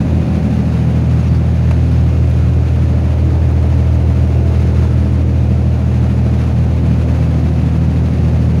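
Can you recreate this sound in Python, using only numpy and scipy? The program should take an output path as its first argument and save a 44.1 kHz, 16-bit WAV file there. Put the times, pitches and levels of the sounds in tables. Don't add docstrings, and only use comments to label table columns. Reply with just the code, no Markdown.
import sys
import numpy as np
from scipy import signal
from scipy.fft import rfft, irfft, next_fast_len
from scipy.io import wavfile

SR = 44100
rng = np.random.default_rng(int(sys.argv[2]) if len(sys.argv) > 2 else 0)


def unload_wav(signal):
    wavfile.write(
        sys.argv[1],
        SR,
        np.round(np.clip(np.atleast_2d(signal).T, -1, 1) * 32767).astype(np.int16),
    )


N = 379260
CYLINDERS = 3


def from_db(db):
    return 10 ** (np.asarray(db) / 20)


def rms_one(x):
    return x / np.sqrt(np.mean(x ** 2) + 1e-20)


def in_time(rows):
    s, *columns = np.transpose(rows)
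    return [np.interp(np.arange(N) / SR, s, column) for column in columns]


def drift(rate):
    step = 40
    pole = np.exp(-2 * np.pi * rate * step / SR)
    noise = rng.standard_normal(N // step + 2002)
    slow = signal.lfilter([1], [1, -2 * pole, pole * pole], noise)[2000:]
    return np.interp(np.arange(N) / step, np.arange(len(slow)), rms_one(slow))


def shaped(x, spectrum):
    hz, db = np.transpose(spectrum)
    size = next_fast_len(N + SR // 4)
    f = np.maximum(np.arange(size // 2 + 1) * SR / size, 1)
    skirts = np.minimum(f / hz[0], 1) ** 2 * np.minimum(hz[-1] / f, 1) ** 2
    gain = from_db(np.interp(np.log(f), np.log(hz), db)) * skirts
    return irfft(rfft(x, size) * gain, size)[:N]


def coloured(x, spectrum):
    return rms_one(shaped(x, spectrum))


def line(turns, waver_db, waver_rate):
    tone = np.sin(2 * np.pi * (turns + rng.random()))
    return rms_one(tone * from_db(waver_db * drift(waver_rate)))


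def strokes(cycle, count, decay, scatter_db):
    place = cycle * count
    blow = np.floor(place - np.floor(place[0])).astype(int)
    force = from_db(scatter_db * rng.standard_normal(N // 20))
    return rms_one(force[blow] * np.exp(-(place % 1) / decay))


def walls(x, echo_gain, sway_s, count):
    n = np.arange(N)
    lags = [SR * (rng.uniform(0.002093, .014) + sway_s * drift(.2)) for _ in range(count)]
    return x + echo_gain * sum(x[np.round(n - lag).astype(int) % N] for lag in lags)


NODE_DB = -14.5


def standing_wave(along, across, node_m, spacing_m, slant):
    swing = np.sin(np.pi * (along - node_m - slant * across) / spacing_m)
    return 10 * np.log10(swing ** 2 + from_db(NODE_DB) ** 2)


# firing_multiple, crest_level_db, node_m, node_spacing_m, slant_m_per_m
STANDING_WAVES = [(2, -12, -0.09, 1.776, -1.49), (3, -15, -0.213, 1.703, 0.22),
                  (4, -19.5, 0.925, 1.35, -0.062), (5, -20, 0.62, 2.15, -.59), (6, -28.5, 0.925, 2.1, .62),
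                  (7, -32.5, 0.31, 1.3, 0.19)]
# multiple of the four-stroke cycle rate, level_db
UNEVEN = [(3, -46), (4, -47.5), (7, -41), (10, -32), (11, -37.5), (14, -31.5), (16, -34), (17, -37),
          (19, -33), (20, -47), (22, -46.5), (24, -38)]


def drone(cycle, along, across, shared_swell):
    firing = CYLINDERS * cycle
    levels = {}
    for k, db, *wave in STANDING_WAVES:
        levels[round(k)] = db + standing_wave(along, across, *wave)
    out = 0
    for k, db in levels.items():
        out = out + from_db(db) * line(k * firing, waver_db=0.14 * k, waver_rate=4.9)
    for k, db in UNEVEN:
        nearest = levels.get(round(k / CYLINDERS))
        swell_db = 3.0 * drift(0.58) if nearest is None else shared_swell * nearest
        tone = line(round(k) * cycle, waver_db=4.2, waver_rate=1.9)
        out = out + from_db(db) * rms_one(from_db(swell_db) * tone)
    return out


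COMB_FIRST, COMB_END = 25, 62
COMB_DB, COMB_DB_PER_OCTAVE = -46, -8
COMB_FIRING_DB = 4.5


def comb(cycle):
    out = 0
    for k in range(COMB_FIRST, COMB_END):
        db = COMB_DB + COMB_DB_PER_OCTAVE * np.log2(k / COMB_FIRST)
        db += COMB_FIRING_DB * (k % CYLINDERS == 0)
        out = out + from_db(db) * line(k * cycle, waver_db=3.5, waver_rate=1.55)
    return out


# multiple of the cycle rate, level_at_helm_db
CONSOLE = [(25, -37.5), (39, -40.5), (43, -40.5), (56, -42.5), (61, -50)]
CONSOLE_DB_PER_M = -20


def console(cycle, along):
    buzz = sum(from_db(db) * line(round(k) * cycle, waver_db=3, waver_rate=1.4) for k, db in CONSOLE)
    return from_db(CONSOLE_DB_PER_M * along) * buzz


# pitch_hz, level_db
HUMS = [(20.8, -43.5), (87, -29.5), (175, -33), (2461, -59)]


def hums():
    t = np.arange(N) / SR
    out = 0
    for hz, db in HUMS:
        turns = hz * t + 0.35 * drift(1.0)
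        out = out + from_db(db) * line(turns, waver_db=-3.9, waver_rate=0.74)
    return out


# frequency_hz, relative_density_db_per_hz
BOOM = [(15, -17), (45, -26), (65, 0.5), (88, -7), (105, -1.5), (128, 7.5), (150, 4.5), (178, 2), (200, 3),
        (240, -59)]


def boom(cycle):
    shake = rng.standard_normal(N) * strokes(cycle, count=3, decay=1.3, scatter_db=2)
    return coloured(shake, BOOM)


# frequency_hz, relative_density_db_per_hz
CANOPY = [(165, -28), (200, 1.5), (250, -6.5), (275, 4.5), (300, -7.5), (350, -26)]
HULL = [(260, -33), (315, 2.5), (345, -2), (368, 1), (390, -6.5), (430, -10), (505, -6), (600, -16)]
HATCH = [(400, -24), (440, 6.5), (490, -2), (545, -4.5), (590, -33)]
COVER = [(450, -40), (525, 3.5), (640, 9), (730, 1), (790, 1.5), (880, 3), (980, -5), (1200, -35)]


def knock(cycle, body):
    slaps = strokes(cycle, count=6, decay=1.8, scatter_db=0.7)
    return coloured(rng.standard_normal(N) * slaps, body)


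# frequency_hz, relative_density_db_per_hz
CLATTER = [(700, -16), (980, 2.5), (1300, 1), (1900, -2.5), (2600, -3), (3200, -9.5), (4100, -10.5),
           (5500, -15.5), (10000, -21), (15000, -28.5)]


def clatter(cycle, throb_db, grain_db, tap_share):
    throb = from_db(throb_db * np.cos(2 * np.pi * cycle))
    taps = strokes(cycle, count=6, decay=0.56, scatter_db=3.0)
    taps = taps + strokes(cycle, count=3, decay=0.28, scatter_db=5.0)
    grain = from_db(grain_db * drift(12.3))
    force = throb * (1 + tap_share * taps) * grain
    wash = walls(rng.standard_normal(N) * force, echo_gain=0.076, sway_s=.00015, count=4)
    return coloured(wash, CLATTER)


# start_s, level_db, decay_t60_s, lowest_hz
TICKS = [(1.7107, -16, .05, 500), (2.273, -23, .03, 1200), (2.301, -10, .025, 11000),
         (3.845, -21, .04, 12000), (4.345, -20, .02, 800), (6.585, -22, .025, 6000)]
# centre_s, pitch_hz, level_db, half_length_s
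SQUEAKS = [(1.203, 6520, -51, .014), (1.207, 11100, -56, .01), (1.277, 5700, -52, .016),
           (1.30, 4520, -54, .04), (1.358, 4600, -51, .02), (1.94, 5200, -57, .03)]


def loose_gear():
    t, ticks = np.arange(N) / SR, np.zeros(N)
    for s, db, t60, low_hz in TICKS:
        age = np.clip((t - s) / t60, 0, 2)
        burst = rng.standard_normal(N) * (t >= s) * from_db(db - 60 * age)
        high_pass = signal.butter(2, low_hz, "high", fs=SR, output="sos")
        ticks += signal.sosfilt(high_pass, burst)
    out = shaped(ticks, CLATTER)
    for s, hz, db, length in SQUEAKS:
        swell = np.exp(-np.minimum(((t - s) / length) ** 2, 20))
        turns = hz * t + 0.24 * drift(25)
        out += from_db(db) * swell * np.sqrt(2) * np.sin(2 * np.pi * turns)
    return out


BUMP_S, BUMP_DB, BUMP_T60_S = 1.711, -8, .05


def bump():
    t = np.arange(N) / SR
    age = np.clip((t - BUMP_S) / BUMP_T60_S, 0, 2)
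    burst = rng.standard_normal(N) * (t >= BUMP_S) * from_db(BUMP_DB - 60 * age)
    return shaped(burst, COVER)


# time_s, firings_per_s
SPEED = [(0.0, 40.34), (0.6, 40.36), (1.2, 40.46), (2.0, 40.29), (2.8, 40.26), (4.2, 40.27), (4.8, 40.08),
         (5.6, 40.22), (6.5, 40.16), (7.2, 40.08), (7.9, 40.06), (8.6, 40.3)]
# time_s, along_m, across_m
PATH = [(0, 0.15, 0.097), (.45, 0.081, 0.055), (1.05, 0.37, -0.052), (2, 0.6, 0.0085), (3, 0.92, -0.28),
        (3.8, 0.84, 0), (5, 0.99, 0.052), (5.7, 0.84, 0.22), (6.3, 0.78, 0.33), (7, 0.44, 0.5),
        (7.7, 0.36, 0.61), (8.6, 0.47, 0.48)]
# time_s, cover_level_db, clatter_level_db
EXPOSURE_DB = [(0, -37, -37), (.6, -35, -37), (1.1, -36, -37.3), (2.5, -40.5, -38), (3, -35, -38),
               (4.9, -35.5, -37), (5.35, -37.5, -40), (6.1, -36.5, -37), (6.55, -36, -38.5),
               (7.15, -35.5, -37), (7.8, -38, -38), (8.6, -36.5, -37.7)]
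BOOM_DB, BOOM_DB_PER_M = -22, -2
CANOPY_DB, CANOPY_DB_PER_M_ALONG, CANOPY_DB_PER_M_ACROSS = -26, -10, 5
HATCH_DB, HATCH_DB_PER_M_ALONG, HATCH_DB_PER_M_ACROSS = -48, 12.5, 0.5
HULL_OVER_CLATTER_DB, HULL_DB_PER_M = 6, -1.5


def scene():
    firing_hz, = in_time(SPEED)
    cycle = np.cumsum(firing_hz) / SR / CYLINDERS + .91
    along, across = in_time(PATH)
    cover_db, clatter_db = in_time(EXPOSURE_DB)
    boom_db = BOOM_DB + BOOM_DB_PER_M * along
    canopy_db = CANOPY_DB + CANOPY_DB_PER_M_ALONG * along + CANOPY_DB_PER_M_ACROSS * across
    hatch_db = HATCH_DB + HATCH_DB_PER_M_ALONG * along + HATCH_DB_PER_M_ACROSS * across
    hull_db = clatter_db + HULL_OVER_CLATTER_DB + HULL_DB_PER_M * along
    tones = drone(cycle, along, across, shared_swell=0.79) + comb(cycle) + console(cycle, along) + hums()
    panels = (from_db(boom_db) * boom(cycle)
              + from_db(canopy_db) * knock(cycle, CANOPY)
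              + from_db(hull_db) * knock(cycle, HULL)
              + from_db(hatch_db) * knock(cycle, HATCH)
              + from_db(cover_db) * knock(cycle, COVER))
    top = from_db(clatter_db) * clatter(cycle, throb_db=0.72, grain_db=0.82, tap_share=0.09)
    return (tones + panels + top + loose_gear() + bump())[None]


# frequency_hz, gain_db
PORT = [(10, -0.5), (5500, 0), (6550, 2), (7300, -3.5), (8100, -6.5), (9000, -3), (10200, -1),
        (11600, -4.5), (12500, -8), (13700, -16), (14600, 1), (16000, -1)]
CUTOFF_HZ, FADE_S = 15750, .006


def record(dry):
    t = np.arange(N) / SR
    to_nearest_end = np.minimum(t, t[::-1])
    fade = np.sin(np.pi / 2 * np.minimum(to_nearest_end / FADE_S, 1)) ** 2
    low_pass = signal.ellip(12, .1, 90, CUTOFF_HZ, fs=SR, output="sos")
    return signal.sosfilt(low_pass, shaped(dry[0] * fade, PORT))[None]


dry = scene()
out = record(dry)
unload_wav(out)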